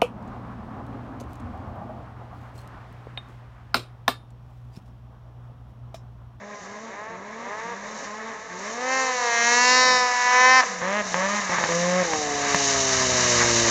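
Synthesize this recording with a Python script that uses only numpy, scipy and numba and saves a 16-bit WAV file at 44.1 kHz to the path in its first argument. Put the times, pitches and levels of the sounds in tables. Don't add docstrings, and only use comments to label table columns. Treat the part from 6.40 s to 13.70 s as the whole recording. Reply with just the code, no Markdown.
import sys
import numpy as np
from scipy import signal
from scipy.fft import rfft, irfft
from scipy.io import wavfile
from scipy.ndimage import uniform_filter1d, map_coordinates
from numba import njit

SR = 44100
rng = np.random.default_rng(int(sys.argv[2]) if len(sys.argv) > 2 else 0)


def elevation(decibels):
    levels = np.asarray(decibels, float)
    return 10 ** (levels / 20)


def to_wav(s):
    ch = np.atleast_2d(s).T
    pcm = np.round(np.clip(ch, -1, 1) * 32767)
    wavfile.write(sys.argv[1], SR, pcm.astype(np.int16))


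N = 321930
TIME = np.arange(N) / SR
CREST_S = 2.1


def curves(table):
    s, *columns = np.transpose(table)
    return [np.interp(TIME, s, c) for c in columns]


def between(a, b):
    return 1. * (TIME >= a) * (TIME < b)


def bump(s, width, db):
    return db * np.exp(-((TIME - s) / width) ** 2)


def unit(x):
    return x / np.sqrt(np.mean(x ** 2))


def even(x):
    return x / np.sqrt(uniform_filter1d(x ** 2, SR // 8) + 1e-18)


def walk(rate):
    hold = int(SR / rate)
    steps = np.repeat(rng.standard_normal(N // hold + 1), hold)
    return 1.25 * uniform_filter1d(uniform_filter1d(steps, hold), hold)[:N]


def noise(spectrum):
    hz, db = np.transpose(spectrum)
    bins_hz = np.arange(N // 2 + 1) * SR / N
    gain = elevation(np.interp(np.log(bins_hz + 1), np.log(hz), db, -120, -120))
    return unit(irfft(rfft(rng.standard_normal(N)) * gain, N))


def clicks(at, size):
    out = np.zeros(N + 32)
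    taps = np.floor(at)[:, None] + np.arange(-7, 9)
    offset = taps - at[:, None]
    shape = np.sinc(offset) * np.cos(np.pi * offset / 16) ** 2
    np.add.at(out, taps.astype(int) + 8, size[:, None] * shape)
    return out[8:N + 8]


@njit
def svf(x, hz, width):
    out, b, l = np.empty((2, len(x))), 0., 0.
    for i in range(len(x)):
        g, k = np.tan(np.pi * hz[i] / SR), width[i] / hz[i]
        v = (b + g * (x[i] - l)) / (1 + g * (g + k))
        out[0, i], out[1, i] = k * v, x[i] - k * v - l - g * v
        b, l = 2 * v - b, l + 2 * g * v
    return out


def band(x, hz, width):
    return svf(x, np.full(N, 1. * hz), np.full(N, 1. * width))[0]


def tracked(x, hz, width):
    return svf(svf(x, hz, width)[0], hz, width)[0]


def ring(x, modes, alike=0):
    out = 0
    for k, (hz, width, db) in enumerate(modes):
        out = out + (-1) ** max(k - alike, 0) * elevation(db) * band(x, hz, width)
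    return out


# frequency in Hz, density in dB per Hz.
RUMBLE = [(12, -53.5), (20, -15), (60, -14), (134, -13), (213, -3.5), (270, -7), (309, -7.5), (348, -13.5),
          (441, -2.5), (568, -2), (700, 1), (910, -38), (1540, -120)]
# centre in seconds, half width in seconds, rise in dB.
GUSTS = [
    (1.63, .04, 5.5),
    (3.451, 0.24, 4.5),
    (5.298, .2, 0),
]


def wind():
    start_db, rise_db = -46.5, 13
    db = start_db + rise_db * (TIME / TIME[-1]) ** 2.32
    db = db + sum(bump(*gust) for gust in GUSTS)
    return elevation(db + 1.4 * walk(8)) * noise(RUMBLE)


# time in seconds, clear echo in dB.
FOREST = [(0, -52), (.4, -43), (.65, -40), (.95, -44.5), (1.12, -39), (1.32, -35.5), (1.45, -45),
          (1.7, -40), (2.2, -47.5), (2.75, -33), (3.4, -42.5), (5.0, -34), (5.6, -42), (7.3, -54)]
# time in seconds, lag in seconds, share of the roar scattered by trunks (0-1).
TREES = [(0, .25, .5), (2.3, .258, .5), (3.0, .282, .5), (4.3, .325, .4), (5.6, .36, .2), (7.3, .38, .05)]


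def forest(away):
    t60_s = 0.99
    lag, share = curves(TREES)
    echo_db = curves(FOREST)[0]
    away = signal.sosfilt(signal.butter(2, [380, 2600], "bandpass", fs=SR, output="sos"), away)
    heard_from = np.abs(TIME - uniform_filter1d(lag, SR // 5)) * SR
    echo = map_coordinates(away, [heard_from], order=1)
    age = np.arange(SR) / SR
    decay = np.exp(-np.log(1000) * age / t60_s)
    trunks = rng.standard_normal(SR) * np.minimum(age / 0.035, 1) * decay
    wash = signal.fftconvolve(np.r_[away[SR:0:-1], away], trunks)[SR:SR + N]
    return elevation(echo_db + 2.5 * walk(15)) * echo, even(wash), share


# frequency in Hz, density in dB per Hz.
ROAR = [(350, -34.5), (600, -6), (866, 0.5), (1180, 6), (1460, 0.5), (1660, 6.5), (2190, 3), (3110, -21.5),
        (3370, -11.5), (3750, -8), (4200, -14.5), (5460, -46), (9240, -120)]
# frequency in Hz, density in dB per Hz.
HISS = [(1760, -22.5), (3000, -7.5), (3210, -13), (3380, -16), (3750, -6), (4410, -9.5), (4980, -7.5),
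        (5880, -2), (6710, -1), (7320, -6.5), (8090, -16), (8590, -17), (8950, -27), (11600, -50),
        (19700, -120)]
# time in seconds, level in dB, powder spray over it in dB.
PLOUGH = [(0, -44.5, -15), (.25, -44, -7), (.7, -42, -16), (1.2, -40, -10), (1.7, -38.5, -7.5),
          (2.0, -38.5, -13), (2.5, -37, -1), (2.75, -35, -1), (3.25, -31, 2.5), (3.75, -30.5, -4),
          (4.2, -24.5, -8), (4.38, -35, -5.5), (5.05, -30, -4), (5.4, -31, -1), (5.9, -31, -3),
          (6.15, -27.5, 0), (6.9, -26.5, 3), (7.3, -25, 0.5)]


def snow(wash, share, throttle):
    level_db, spray_db = curves(PLOUGH)
    load_db = 1 * (uniform_filter1d(throttle, int(.08 * SR)) - .5)
    track = elevation(2.0 * walk(25) + 0.21 * walk(150)) * noise(ROAR)
    roar = elevation(level_db + load_db) * (np.sqrt(share) * wash + np.sqrt(1 - share) * track)
    hiss = elevation(1.2 * walk(12) + 1.1 * walk(200)) * noise(HISS)
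    return roar + elevation(level_db + spray_db + 2.0) * hiss


# centre in Hz, width in Hz, level in dB.
EXHAUST = [(600, 105, 3.5), (970, 326, 9), (1688, 242, 2.5), (2205, 287, -6), (2493, 1240, -17)]


def exhaust(x):
    silencer = signal.butter(4, 2980, fs=SR, output="sos")
    return signal.sosfilt(silencer, ring(x, EXHAUST, alike=2))


# time in seconds, peak in dB, thump minus crack in dB.
POPS = [
    (4.233, -17, -45),
    (4.416, -20, -16),
    (4.742, -10, -31),
    (5.095, -20.5, -12),
    (5.184, -12.5, -21.5),
    (5.238, -9, -25),
    (5.29, -19, -22),
    (5.321, -16, -31),
    (5.734, -13, -22),
    (6.145, -7, -18.5),
]


def backfires():
    s, db, thump_db = np.transpose(POPS)
    at = (s + .001) * SR
    crack = exhaust(clicks(at, -elevation(db)))
    crack = crack * elevation(db.max()) / np.abs(crack).max()
    thump = band(clicks(at, -elevation(db + thump_db)), 180, 45) * SR / 100
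    fade = np.exp(-1 / (0.0087 * SR))
    rattle = signal.lfilter([1], [1, -fade], clicks(at, elevation(db - 17.5)))
    return elevation(4) * crack + thump + rattle * noise(ROAR)


# from and to in seconds, firing rate at opening and at closing in Hz,
# exhaust level at closing in dB.
SURGES = [
    (0, .15, 197.6, 210.3, -55.5),
    (.21, .51, 180.7, 229.4, -55),
    (.7, 1.09, 170.2, 240.3, -50.5),
    (1.24, 1.57, 176.7, 218.7, -55),
    (1.64, 1.93, 203.5, 227.7, -47),
    (4.42, 4.615, 172.4, 212.1, -26.5),
    (4.745, 5.0, 176.1, 209.7, -29.5),
    (5.32, 5.63, 168.1, 183.6, -30),
]
# time in seconds, firing rate in Hz.
PULL = [(2.1, 176.6), (2.36, 237), (2.625, 261.7), (2.89, 235.5), (3.15, 242), (3.41, 254.3),
        (3.675, 247.4), (3.94, 249.5), (4.211, 259.4)]
# time in seconds, exhaust in dB, hard edge over it in dB.
SWING = [(2.1, -56, -33), (2.38, -40.5, -25), (2.53, -25, -7.5), (2.78, -32, -10), (3.0, -21.5, -9.5),
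         (3.35, -20, 0), (3.55, -23, -1.5), (3.73, -29, -9), (4.05, -16.5, -9.5)]
# start in seconds, length in seconds, exhaust level in dB.
SPUTTERS = [
    (4.222, .015, -26),
    (4.75, 0.12, -36),
    (5.093, .07, -34),
    (5.189, .045, -29),
    (5.234, .03, -30),
    (5.288, 0.037, -30.5),
    (5.72, 0.045, -39),
]
# time in seconds, firing rate in Hz.
COAST = [(6.05, 142.5), (6.2, 140.2), (6.95, 120.1), (7.3, 114.6)]


def rider():
    sag_s, inertia_s, tops_out_s = .125, 0.055, .04
    climb_bend = .85
    swell_db = (11.5, 7.5)
    s, pull_hz = np.transpose(PULL)
    pulling = between(s[0], s[-1])
    place = np.interp(TIME, s, np.arange(len(s)))
    pull = map_coordinates(pull_hz, [place], mode="mirror")
    long_pull = (s[0], s[-1], pull_hz[0], pull_hz[-1], -99)
    opened = sorted(SURGES + [long_pull]) + [(COAST[0][0], 0, COAST[0][1])]
    hz, throttle, gain = curves(COAST)[0], 0, pulling * elevation(curves(SWING)[0])
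    for (a, b, low, top, db), (c, _, next_hz, *_) in zip(opened, opened[1:]):
        peak = b - tops_out_s
        drop = (peak + b) / 2
        climb = np.clip((TIME - a) / (peak - a), 0, 1)
        sag = np.expm1(-np.clip(TIME - drop, 0, c - drop) / sag_s) / np.expm1((drop - c) / sag_s)
        revs = low + (top - low) * climb ** climb_bend + (next_hz - top) * sag
        hz = np.where(between(a, c), revs, hz)
        throttle = throttle + between(a, b)
        gain = gain + between(a, b) * elevation(db - swell_db[CREST_S < a] * (1 - climb))
    gain = gain + sum(between(a, a + length) * elevation(db) for a, length, db in SPUTTERS)
    hz = uniform_filter1d(np.where(pulling, pull, hz), int(inertia_s * SR))
    return hz, *uniform_filter1d([throttle, gain], int(0.0097 * SR))


def firings(turns, scatter_db):
    count = np.arange(1, int(turns[-1]))
    at = np.interp(count, turns, np.arange(N))
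    chance = rng.standard_normal((N // 100, 2))[count].T
    scatter_db = scatter_db[at.astype(int)]
    at = np.clip(at + scatter_db * chance[0], 8, N - 9)
    return -clicks(at, elevation(scatter_db * chance[1] - scatter_db ** 2 / 10))


# time in seconds, level in dB.
LUGS = [(0, -63), (4.2, -70.5), (6.2, -47.5), (6.6, -40), (6.9, -38), (7.3, -42)]


def track_lugs(hz, turns):
    throb_db = curves(LUGS)[0]
    rumble = elevation(throb_db) * unit(tracked(rng.standard_normal(N), .6 * hz, 0.26 * hz))
    return rumble + elevation(throb_db - 2 + 2.5 * walk(12)) * np.sin(3 * np.pi * turns)


# firing orders one to five in dB, at an exhaust level of -27.5 dB.
HIDDEN = (-44, -39, -41.5, -35, -38)
CRESTING = (-41, -28.5, -32.5, -35.5, -35.5)
BROADSIDE = (-40.5, -34, -32, -27.5, -33.5)
TURNING = (-34, -39, -29, -38, -34.5)
LEANING = (-28, -34.5, -22, -32.5, -50)
ROLLING = (-43, -34, -26, -31, -35)
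HEAD_ON = (-50.5, -34.5, -28.5, -37, -27.5)
CLOSE = (-33, -31, -28, -27, -27.5)
FACES_S = (CREST_S, 2.43, 2.45, 2.72, 4.2, 4.3, 5.26, 5.34, 5.62, 5.68, 5.47, 7.045)
FOLLOW = (0.18, 0.41, 0.42, 0.76, 0.5)
SHUT_ORDERS_DB = (-2, -6, -15, -6, -8)
NULL_ORDERS = (0, 0, 3, 4, 0, 1, 2, 2, 3)
# centre in seconds, half width in seconds, depth in dB.
NULLS = [(2.84, 0.14, -12), (3.85, 0.28, -9), (3.03, 0.12, -9), (3.29, 0.04, -6), (4.26, 0.036, -6),
         (4.9, 0.11, -20), (4.97, 0.077, -14), (5.17, .1, -2.5), (6.45, 0.25, -2)]


def low_orders(orders, loud, shut):
    held = np.repeat([CRESTING, BROADSIDE, TURNING, LEANING], 2, axis=0)
    faces = np.transpose([HIDDEN, *held, ROLLING, HEAD_ON, CLOSE])
    drone = 0
    for k, order in enumerate(orders):
        null_db = sum(bump(*row) for j, row in zip(NULL_ORDERS, NULLS) if j == k)
        db = np.interp(TIME, FACES_S, faces[k]) + SHUT_ORDERS_DB[k] * shut + null_db + walk(5.4)
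        drone = drone + elevation(db) * (loud / elevation(-27.5)) ** FOLLOW[k] * even(order)
    return drone


# centre in Hz, width in Hz, level in dB.
EDGE = [(2732, 386, 4.5), (3757, 123.4, 4.5), (4240, 330, 2.5), (5280, 550, 6), (5969, 710, 6),
        (7000, 520, -0.5)]


def outlet(pulses, turns):
    bounced = 0.45 * np.roll(pulses, int(.0018 * SR))
    cowl = ring(-pulses - bounced, [(hz, width, db + 3.0 * walk(4.16)) for hz, width, db in EDGE])
    gas = np.exp(-(turns % 1) / .3) * noise(HISS)
    return even(cowl) + .3 * gas


def engine(hz, throttle, gain):
    shut_db, coast_db, cowl_db = -21.5, -9.5, -11.5
    level_db, spray_db = curves(PLOUGH)
    pull = between(PULL[0][0], PULL[-1][0])
    coast = np.clip((TIME - SURGES[-1][1]) / 0.023, 0, 1)
    loud = gain + elevation(level_db + shut_db + (coast_db - shut_db) * coast)
    states = [TIME < 2.3, pull > 0, TIME < 4.26, between(5.09, 5.31) > 0, coast > 0]
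    scatter_db = np.select(states, [1, .35, 4, 4, .55], .5)
    turns = np.cumsum(hz) / SR
    pulses = firings(turns, scatter_db)
    pipe = exhaust(pulses)

    orders = [tracked(pipe, k * hz, .3 * hz) for k in range(1, 6)]
    shut = 1 - np.clip(gain / elevation(level_db - 14.5) + coast, 0, 1)
    carry = np.where(TIME < CREST_S, 0.3 + throttle, 1)
    drone = carry * low_orders(orders, loud, shut)
    bark = loud * even(svf(pipe - sum(orders), 3.4 * hz, 5 * hz)[1])
    edge_level = pull * gain * elevation(curves(SWING)[1]) + elevation(level_db + spray_db + cowl_db)
    edge = edge_level * outlet(pulses, turns)
    near = track_lugs(hz, turns) + drone + bark - edge
    away = even(pipe + 2.2 * band(pulses, 492, 70)) * (.14 + throttle)
    return near, away


def scene():
    hz, throttle, gain = rider()
    near, away = engine(hz, throttle, gain)
    echo, wash, share = forest(away)
    return (wind() + echo + snow(wash, share, throttle) + backfires() + near)[None]


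def roll_off(x):
    return signal.sosfilt(signal.butter(12, 15100, fs=SR, output="sos"), x)


# centre in Hz, width in Hz, depth (0-1).
NOTCHES = [(1400, 110, 0.54), (3350, 97, 0.3), (5100, 95, 1), (7910, 550, 1)]


def record(dry):
    x = dry[0]
    for hz, width, depth in NOTCHES:
        x = x - depth * band(x, hz, width)
    x = signal.sosfilt(signal.butter(8, 7500, fs=SR, output="sos"), x)
    x = signal.sosfilt(signal.ellip(10, .5, 90, 9150, fs=SR, output="sos"), x)
    mix = np.clip(x, -.715, .715)[None]
    return roll_off(mix)


dry = scene()
out = record(dry)
to_wav(out)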